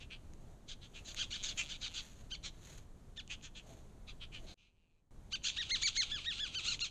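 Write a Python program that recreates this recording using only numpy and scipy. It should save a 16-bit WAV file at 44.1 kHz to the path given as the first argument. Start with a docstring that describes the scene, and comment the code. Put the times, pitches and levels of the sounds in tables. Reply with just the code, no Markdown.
"""On a grassy riverbank at night, two otters wrestle in front of a trail camera.
They chatter in bouts of about eight syllables a second: a train of slaps rings the throat as a rasp,
and some syllables break into a squeal, a stack of sine waves whose pitch arches.
Filtered noise makes the grass scuffs, thuds and low rumble of the night.
The camera stops once, with a deep dip in level, and restarts at low gain before jumping to full gain."""
import sys
import numpy as np
from scipy import signal
from scipy.fft import rfft, irfft
from scipy.io import wavfile
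from scipy.ndimage import uniform_filter1d, map_coordinates

SR = 44100
rng = np.random.default_rng(int(sys.argv[2]) if len(sys.argv) > 2 else 0)


def waveform_to_disk(signal):
    """Save audio, clipped to [-1, 1], as 16-bit WAV at the path in sys.argv[1]."""
    frames = np.transpose(np.atleast_2d(signal))
    scaled = np.clip(frames, -1, 1) * 32767
    samples = np.round(scaled).astype(np.int16)
    wavfile.write(sys.argv[1], SR, samples)


N = 304290
TIME = np.arange(N) / SR  # seconds

# Tone of the night rumble and hiss: hz, relative_db
NIGHT_TONE = [(8.8, -39), (15, 5.5), (59, -4.5), (143, -10.5), (207, -15), (246, -17.5), (473, -24),
              (686, -27), (2550, -42), (4140, -42), (5050, -47.5), (6530, -40.5), (13700, -55)]
# Bodies dragging through grass: peak_s, rise_s, fall_s, swish_db, thud_db (levels before the clumping)
SCUFFS = [(.4, 0.28, 0.49, -82, -71.5), (1.13, 0.31, 0.17, -64, -67.5), (1.55, 0.35, 0.43, -63, -68),
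          (2.059, 0.24, 0.26, -63, -84), (2.73, 0.21, 0.13, -60.5, -76), (3.72, 0.11, 0.18, -65, -61.5),
          (4.49, 0.21, .1, -68.5, -64)]
# Dry stalks snapping: start_s, peak_db
STALK_SNAPS = [(0.336, -48), (1.146, -35)]
# Tone of rustling grass: hz, relative_db
GRASS_TONE = [(500, -19), (1300, -3.5), (4200, -0.5), (5200, -12), (6600, 4), (8300, -12), (13000, -17.5)]
# Tone of thuds on the turf: hz, relative_db
GROUND_TONE = [(100, -10.5), (320, 8.5), (460, -0.5), (680, 8), (1000, -12.5), (3000, -50)]
# Rasped syllables: start_s, end_s, level_db (before the push shapes it), pulses_hz (at full push),
# mouth_hz (middle of the glide), treble_db, jaw_share
# A positive jaw_share lets the mouth resonance fall as the mouth closes; a negative one lets it rise.
RASPS = [(0.006, 0.042, -53, 306, 3040, -3, .04), (0.11, 0.153, -47.5, 275, 2850, -11, 0.0033),
         (0.819, 0.862, -54.5, 293, 3530, -2, 0.028), (0.945, 0.996, -51, 290, 3000, 2, 0.071),
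         (1.436, 1.444, -36, 266, 3900, 15, 0.015), (1.58, 1.618, -35, 360, 2950, 7.5, 0.044),
         (2.442, 2.482, -42, 300, 3810, 4.5, .05), (3.304, 3.342, -41.5, 290, 2780, 0.5, -0.08),
         (3.43, 3.474, -50.5, 275, 3400, 8, 0.031), (3.556, 3.599, -50, 318, 3337, 1, 0.086),
         (4.213, 4.247, -47, 300, 3290, -16, 0.038), (4.329, 4.385, -49, 320, 2877, -6, -0.05),
         (4.47, 4.531, -56, 330, 3935, -2, -0.043)]
# Low rattles with the mouth nearly shut: start_s, end_s, level_db (before the push shapes it),
# pulses_hz (at full push), mouth_hz (middle of the glide)
GROWLS = [(1.164, 1.185, -47, 330, 3600), (1.381, 1.429, -48, 205, 3536), (1.515, 1.53, -48.5, 260, 3600),
          (1.628, 1.688, -49, 150, 3400), (1.892, 1.937, -53, 170, 3100), (4.571, 4.688, -50.5, 250, 2693),
          (4.702, 4.999, -63.5, 170, 2630), (5.513, 5.572, -49, 230, 3483),
          (5.643, 5.688, -49.5, 280, 3202), (5.769, 5.82, -46, 273, 3635), (5.901, 5.904, -41.5, 340, 3588),
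          (5.924, 5.97, -49, 277, 3700), (6.046, 6.104, -47.5, 290, 3295), (6.2, 6.242, -50, 310, 3240),
          (6.331, 6.381, -46, 300, 3600), (6.478, 6.539, -51, 290, 3220), (6.611, 6.658, -44, 280, 3194),
          (6.865, 6.884, -50, 280, 3160)]
# Single slaps of the vocal folds just ahead of a syllable: start_s, peak_db
LONE_SLAPS = [(2.43, -53), (3.164, -50), (3.277, -43), (3.412, -50), (5.421, -52), (6.793, -31.5)]
# Syllables that break into a squeal: start_s, top_s, end_s, top_pitch_hz,
# level_db (before the overall squeal trim), treble_db, roughness (0 to 1)
SQUEALS = [(0.687, 0.711, 0.733, 1695, -53.5, 5.5, 0.97), (1.057, 1.081, 1.12, 1646, -54, 13, 0.95),
           (1.186, 1.209, 1.24, 1639, -40, 4, 0.7), (1.314, 1.346, 1.368, 1713, -44, 5.5, 0.75),
           (1.448, 1.47, 1.508, 1702, -45, 9.5, 0.85), (1.694, 1.717, 1.757, 1591, -48.5, 2.5, 0.85),
           (1.819, 1.846, 1.873, 1533, -46.5, 4.5, 0.95), (1.946, 1.969, 2.005, 1656, -46.5, 6, 0.9),
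           (2.312, 2.326, 2.353, 1581, -45, 3, 0.4), (3.173, 3.181, 3.207, 1814, -46.5, -1, 0.2),
           (4.078, 4.088, 4.113, 1294, -55.5, -5, 0.75), (5.324, 5.346, 5.36, 1564, -38.5, 1.5, 0.12),
           (5.446, 5.467, 5.497, 1590, -37.5, 10.5, 0.75), (5.569, 5.597, 5.634, 1907, -39, -1, 0.4),
           (5.7, 5.729, 5.766, 2147, -34.5, 1.5, 0.15), (5.824, 5.846, 5.886, 2333, -32.5, 13, 0.35),
           (5.963, 5.983, 6.033, 2173, -33.5, 10, 0.25), (6.108, 6.127, 6.19, 1744, -41, -6, 0.35),
           (6.248, 6.28, 6.33, 1877, -40, -4, 0.3), (6.384, 6.418, 6.473, 1737, -41, -5, 0.4),
           (6.544, 6.563, 6.603, 1552, -40.5, 3, 0.35), (6.654, 6.698, 6.746, 1399, -38, 8.5, 0.6),
           (6.809, 6.831, 6.856, 1408, -37, 9.5, 0.4)]
# How the throat colours a rasp: hz, relative_db
RASP_THROAT = [(500, -32), (1300, -13), (1900, -17), (2400, -3), (4200, -5.5), (5200, -13), (6400, -7),
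               (7200, -11.5), (8300, -21), (10300, -39.5), (11800, -80)]
# How the throat colours a squeal: hz, relative_db
SQUEAL_THROAT = [(1000, -19), (1500, -15), (1900, -9), (2800, -0.5), (4400, 1), (5500, -15.5), (6600, -5.5),
                 (7600, -27.5), (9200, -33.5), (11500, -77)]

NIGHT_DB = -53.5
ATTACK_S, RELEASE_S, SAG_DB = .013, .024, 4  # fast start, strongest middle, slower ending
SLACK_RATE = 0.79  # share of the pulse rate left when the push has gone
GROWL_TREBLE_DB = -3.5
JAW_SHARE = 0.056  # mouth glide in growls and squeals
# Lift of the lowest throat resonance, which sounds when the mouth is wide open
LOW_RASP_DB, LOW_FLANK_DB, LOW_GROWL_DB = 7.5, 3.5, -2
# The rasp on both sides of a squeal's top
SQUEAL_PULSE_HZ, SQUEAL_MOUTH_HZ = 321.5, 3680
FLANK_DB, FLANK_ROUGH_DB = -5, 10  # level beside a clean squeal, and what full roughness adds
FLANK_LEAD_S, FLANK_TRAIL_S = .0015, .003  # how far it reaches beyond the squeal's start and end
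BREAK_HZ = 967  # pitch toward which a squeal sinks at both ends
ARCH_FLATNESS = 2.8  # higher keeps the pitch near its top for longer
OVERTONE_DB, OVERTONE_SHARE = -4, 0.62  # upper squeal partials follow this share of the treble
STOP_S, RESTART_S, AWAKE_S = 4.542, 4.575, 5.108  # stop, low-gain restart, full gain
EDGE_HZ = 13850  # upper band limit


def amp(db):
    """Turns decibels into gain."""
    return 10 ** (np.asarray(db) / 20)


def unit(x):
    """Scales a sound to an average (rms) strength of 1."""
    return x / np.sqrt(np.mean(x ** 2) + 1e-20)


def read(points, hz):
    """Reads a tone curve in dB, spacing frequency by its logarithm."""
    point_hz, point_db = np.transpose(points)
    return np.interp(np.log(hz + 1), np.log(point_hz), point_db)


def bump(hz, center_hz, width_hz):
    """Draws one rounded resonance with a height of 1."""
    return np.exp(-.5 * ((hz - center_hz) / width_hz) ** 2)


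def add(mix, start_s, sound):
    """Mixes a sound in at its start time, cutting whatever lies outside the scene."""
    at = round(start_s * SR)
    part = mix[max(at, 0):max(at + len(sound), 0)]
    part += sound[max(-at, 0):][:len(part)]


def colour(x, gain_db, size=2048):
    """Filters with the curve gain_db(hz) so that ringing comes only after each pulse."""
    log_gain = np.log(amp(gain_db(np.fft.rfftfreq(size, 1 / SR))))
    # Folding the cepstrum forward in time gives the filter with no ringing ahead
    cepstrum = irfft(log_gain)
    cepstrum[1:size // 2] *= 2
    cepstrum[size // 2 + 1:] = 0
    response = irfft(np.exp(rfft(cepstrum)))
    return signal.fftconvolve(x, response)[:len(x)]


def shaped(x, points):
    """Gives a scene-long noise a tone curve, at rms 1."""
    gain = amp(read(points, np.fft.rfftfreq(N, 1 / SR)))
    return unit(irfft(rfft(x) * gain, N))


def wobble(count, hz):
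    """Joins random values by straight lines, about hz new ones a second, at rms 1."""
    at = np.arange(count) * hz / SR
    return unit(map_coordinates(rng.standard_normal(count), [at], order=1))


def swell(t, peak_s, rise_s, fall_s, attack_curve=2.13, fade_curve=1.55):
    """Makes a rounded burst that is 20 dB below its peak at its rise and fall times."""
    before = (abs(peak_s - t) / rise_s) ** attack_curve
    after = (abs(t - peak_s) / fall_s) ** fade_curve
    away = np.where(t < peak_s, before, after)
    return amp(-20 * np.minimum(away, 10))


def night(waver_db=1, waver_hz=8):
    """Low rumble and faint hiss: shaped noise that gently wavers."""
    level = amp(NIGHT_DB + waver_db * wobble(N, waver_hz))
    return level * shaped(rng.standard_normal(N), NIGHT_TONE)


def bank(x, wet_db=-19, t60_s=0.39):
    """Turf and branches scatter sound into many weak, quickly dying echoes."""
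    t = TIME[:SR // 2]
    hits = rng.random(len(t)) < 2000 / SR  # about 2000 echoes a second
    echoes = rng.standard_normal(len(t)) * hits * amp(-60 * t / t60_s)
    scatter = signal.fftconvolve(x, echoes / np.linalg.norm(echoes))[:N]
    return x + amp(wet_db) * scatter


def ground_bounce(x):
    """The voice also glances off the turf, on an extra path that changes as the heads move."""
    strength, delay_s, sway_s, moves_hz = .25, .0013, .0003, 5
    delay = delay_s + sway_s * wobble(N, moves_hz)
    return x + strength * np.interp(TIME - delay, TIME, x)


def stalk_snap(peak_db, snap_s=0.00063):
    """A breaking dry stalk gives a tiny noise burst with the tone of grass."""
    t = TIME[:512]
    burst = rng.standard_normal(len(t)) * np.exp(-t / snap_s)
    snap = colour(burst, lambda hz: read(GRASS_TONE, hz))
    return amp(peak_db) * snap / abs(snap).max()


def scuffle(blades_per_s=6000, spread_db=2.0, clump_db=2.5, clump_hz=60):
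    """Many blades of grass crackle under the rolling bodies, which also thud on the turf."""
    strength_db = spread_db * np.minimum(rng.exponential(1, N), 4)
    touched = rng.random(N) < blades_per_s / SR
    blades = rng.standard_normal(N) * amp(strength_db) * touched
    swish, thud = np.zeros((2, N))
    for peak_s, rise_s, fall_s, swish_db, thud_db in SCUFFS:
        burst = swell(TIME, peak_s, rise_s, fall_s)
        swish += amp(swish_db) * burst
        thud += amp(thud_db) * burst
    out = swish * shaped(blades, GRASS_TONE)
    out += thud * shaped(rng.standard_normal(N), GROUND_TONE)
    out *= amp(clump_db * wobble(N, clump_hz))
    for start_s, peak_db in STALK_SNAPS:
        add(out, start_s, stalk_snap(peak_db))
    return out


def hump(t, start, end):
    """Rises from 0 to 1 and back between start and end."""
    return np.sin(np.pi * np.clip((t - start) / (end - start), 0, 1))


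def effort(t, start, end):
    """The push behind a syllable: attack, a rounded hold, release."""
    nearest = np.clip(t, start, end)
    edges = swell(t, nearest, ATTACK_S, RELEASE_S, attack_curve=1.1, fade_curve=1.05)
    return edges * amp(SAG_DB * (hump(t, start, end) - 1.5))


def pulsed_parts():
    """Lists all pulsed voice: RASPS columns, low_db, and the share that gives way to a squeal."""
    rasps = [(*row, LOW_RASP_DB, 0) for row in RASPS]
    growls = [(*row, GROWL_TREBLE_DB, JAW_SHARE, LOW_GROWL_DB, 0) for row in GROWLS]
    flanks = []
    for start, _, end, _, db, treble_db, rough in SQUEALS:
        level_db = db + FLANK_DB + FLANK_ROUGH_DB * rough
        yields = np.clip(1 - rough ** 2, 0, 1)
        flanks.append((start - FLANK_LEAD_S, end + FLANK_TRAIL_S, level_db, SQUEAL_PULSE_HZ,
                       SQUEAL_MOUTH_HZ, treble_db, JAW_SHARE, LOW_FLANK_DB, yields))
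    return rasps + growls + flanks


def folds():
    """Vocal folds slap together in one train through all syllables, each slap with a puff of air."""
    jitter, shimmer_db, puff, puff_s, leak = .03, 1.3, .07, .001, .013
    t = TIME[::64]  # a coarse clock is enough for the slow rate changes
    # The syllable that presses hardest counts most; the rate slackens with its push
    press, rates = [], []
    for start, end, level_db, pulses_hz, *_ in pulsed_parts():
        push = effort(t, start, end)
        press.append((amp(level_db) * push) ** 2)
        rates.append(pulses_hz * (SLACK_RATE + (1 - SLACK_RATE) * push))
    rate = np.interp(TIME, t, np.average(np.array(rates), axis=0, weights=np.array(press)))
    turns = np.cumsum(rate * (1 + jitter * wobble(N, rate.mean()))) / SR
    slaps = np.diff(np.floor(turns), prepend=0)  # one slap at each whole turn
    since_slap_s = (turns % 1) / rate
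    air = (leak + puff * np.exp(-since_slap_s / puff_s)) * rng.standard_normal(N)
    # Each slap bounces up and down the short throat, which spreads it into a burst of a few cycles
    trip_s, bounce = .0003, .6
    loop = np.r_[1, np.zeros(round(trip_s * SR)), bounce]
    bounced = signal.lfilter(loop[::-1], loop, slaps + air)
    return bounced * amp(shimmer_db * wobble(N, rate.mean()))


def lone_slap(peak_db, puff_s=0.00038, mouth_db=12, mouth_hz=3000, mouth_width_hz=550):
    """One slap of the folds rings the throat and the barely open mouth."""
    t = TIME[:512]
    burst = rng.standard_normal(len(t)) * np.exp(-t / puff_s)

    def throat(hz):
        """Throat tone plus the mouth resonance, in dB."""
        return read(RASP_THROAT, hz) + mouth_db * bump(hz, mouth_hz, mouth_width_hz)

    slap = colour(burst, throat)
    return amp(peak_db) * slap / abs(slap).max()


def rasp(drive, start, end, level_db, mouth_hz, treble_db, jaw_share, low_db, yields,
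         mouth_db=9, mouth_width_hz=450, treble_hz=6750, treble_width_hz=850, jaw_treble_db=3,
         low_hz=1780, low_width_hz=340):
    """One syllable: the slaps swell and fade, and ring the throat and three mouth resonances."""
    span = (TIME > start - 3 * ATTACK_S) & (TIME < end + 3 * RELEASE_S)
    t = TIME[span]
    ripple_db, ripple_hz = 2.5, 450

    def ring(opening):
        """One pose of the head: tongue and teeth add peaks and dips of their own."""
        grid_hz = np.arange(0, SR / 2, ripple_hz)
        ripple = ripple_db * rng.standard_normal(len(grid_hz))

        def throat(hz):
            """All resonances of this pose, in dB."""
            mouth = mouth_db * bump(hz, mouth_hz * (1 + jaw_share * opening), mouth_width_hz)
            bright_db = treble_db + jaw_treble_db * opening
            treble = bright_db * bump(hz, treble_hz, treble_width_hz)
            low = low_db * bump(hz, low_hz, low_width_hz)
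            return read(RASP_THROAT, hz) + low + mouth + treble + np.interp(hz, grid_hz, ripple)

        return unit(colour(drive[span], throat))

    # A fade between two poses moves the mouth resonance and dulls the treble
    closing = np.interp(t, [start, end], [0, 1])
    voice = (1 - closing) * ring(0.63) + closing * ring(-0.94)
    room_for_squeal = 1 - yields * hump(t, start, end) ** .7
    return t[0], amp(level_db) * effort(t, start, end) * room_for_squeal * unit(voice)


def squeal(start, top, end, top_hz, level_db, treble_db, rough, flutter=0.56, jitter=.085,
           flutter_hz=560, rising_db=-8, falling_db=-6, drift_db=2, drift_hz=110):
    """A high whistle of the folds: its pitch arches, cleanest at the top and frayed at both ends."""
    overhang, taper, edge_rough = .28, .3, .4
    first_s = start - overhang * (top - start)
    last_s = end + overhang * (end - top)
    t = np.arange(first_s, last_s, 1 / SR)
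    from_top = np.where(t < top, (top - t) / (top - start), (t - top) / (end - top))
    away = from_top ** ARCH_FLATNESS
    droop = np.tanh(away)
    fray = rough + edge_rough * droop
    arch_hz = top_hz - (top_hz - BREAK_HZ) * droop
    hz = arch_hz * (1 + jitter * rough * fray * wobble(len(t), flutter_hz))
    phase = 2 * np.pi * np.cumsum(hz) / SR
    overtone_db = OVERTONE_DB + OVERTONE_SHARE * treble_db
    voice = np.zeros(len(t))
    for k in range(1, 9):
        partial_db = read(SQUEAL_THROAT, k * hz) + drift_db * wobble(len(t), drift_hz)
        partial_db += overtone_db * (k > 2)
        voice += amp(partial_db) * np.sin(k * phase)
    voice *= 1 + flutter * fray * np.tanh(wobble(len(t), flutter_hz))
    # The whistle needs time to build up, so its rising flank is the weaker one
    voice *= amp(away * np.where(t < top, rising_db, falling_db))
    return t[0], amp(level_db) * unit(voice) * signal.windows.tukey(len(t), taper)


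def otters(rasp_db=0, squeal_db=-1):
    """Builds the chatter from pulsed rasps, lone slaps of the folds and whistled squeals."""
    rasps, squeals = np.zeros((2, N))
    drive = folds()
    for start, end, level_db, _, *mouth in pulsed_parts():
        add(rasps, *rasp(drive, start, end, level_db, *mouth))
    for start_s, peak_db in LONE_SLAPS:
        add(rasps, start_s, lone_slap(peak_db))
    for row in SQUEALS:
        add(squeals, *squeal(*row))
    return amp(rasp_db) * rasps + amp(squeal_db) * squeals


def scene():
    """Voices and scuffling scatter over the open bank, above the night rumble, in mono."""
    voices = ground_bounce(otters())
    return (bank(voices + scuffle()) + night())[None]


def record(dry, waking_db=-19, stopped_db=-34):
    """The camera stops, restarts at low gain, then jumps to full gain; a steep treble cut follows."""
    periods = [TIME < STOP_S, TIME < RESTART_S, TIME < AWAKE_S]
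    gain_db = np.select(periods, [0, stopped_db, waking_db], 0)
    gain = uniform_filter1d(amp(gain_db), size=40)  # softens each jump over about 1 ms
    lowpass = signal.firwin(511, EDGE_HZ, window=("kaiser", 9), fs=SR)
    return signal.oaconvolve(dry * gain, lowpass[None], "same")


dry = scene()
out = record(dry)
waveform_to_disk(out)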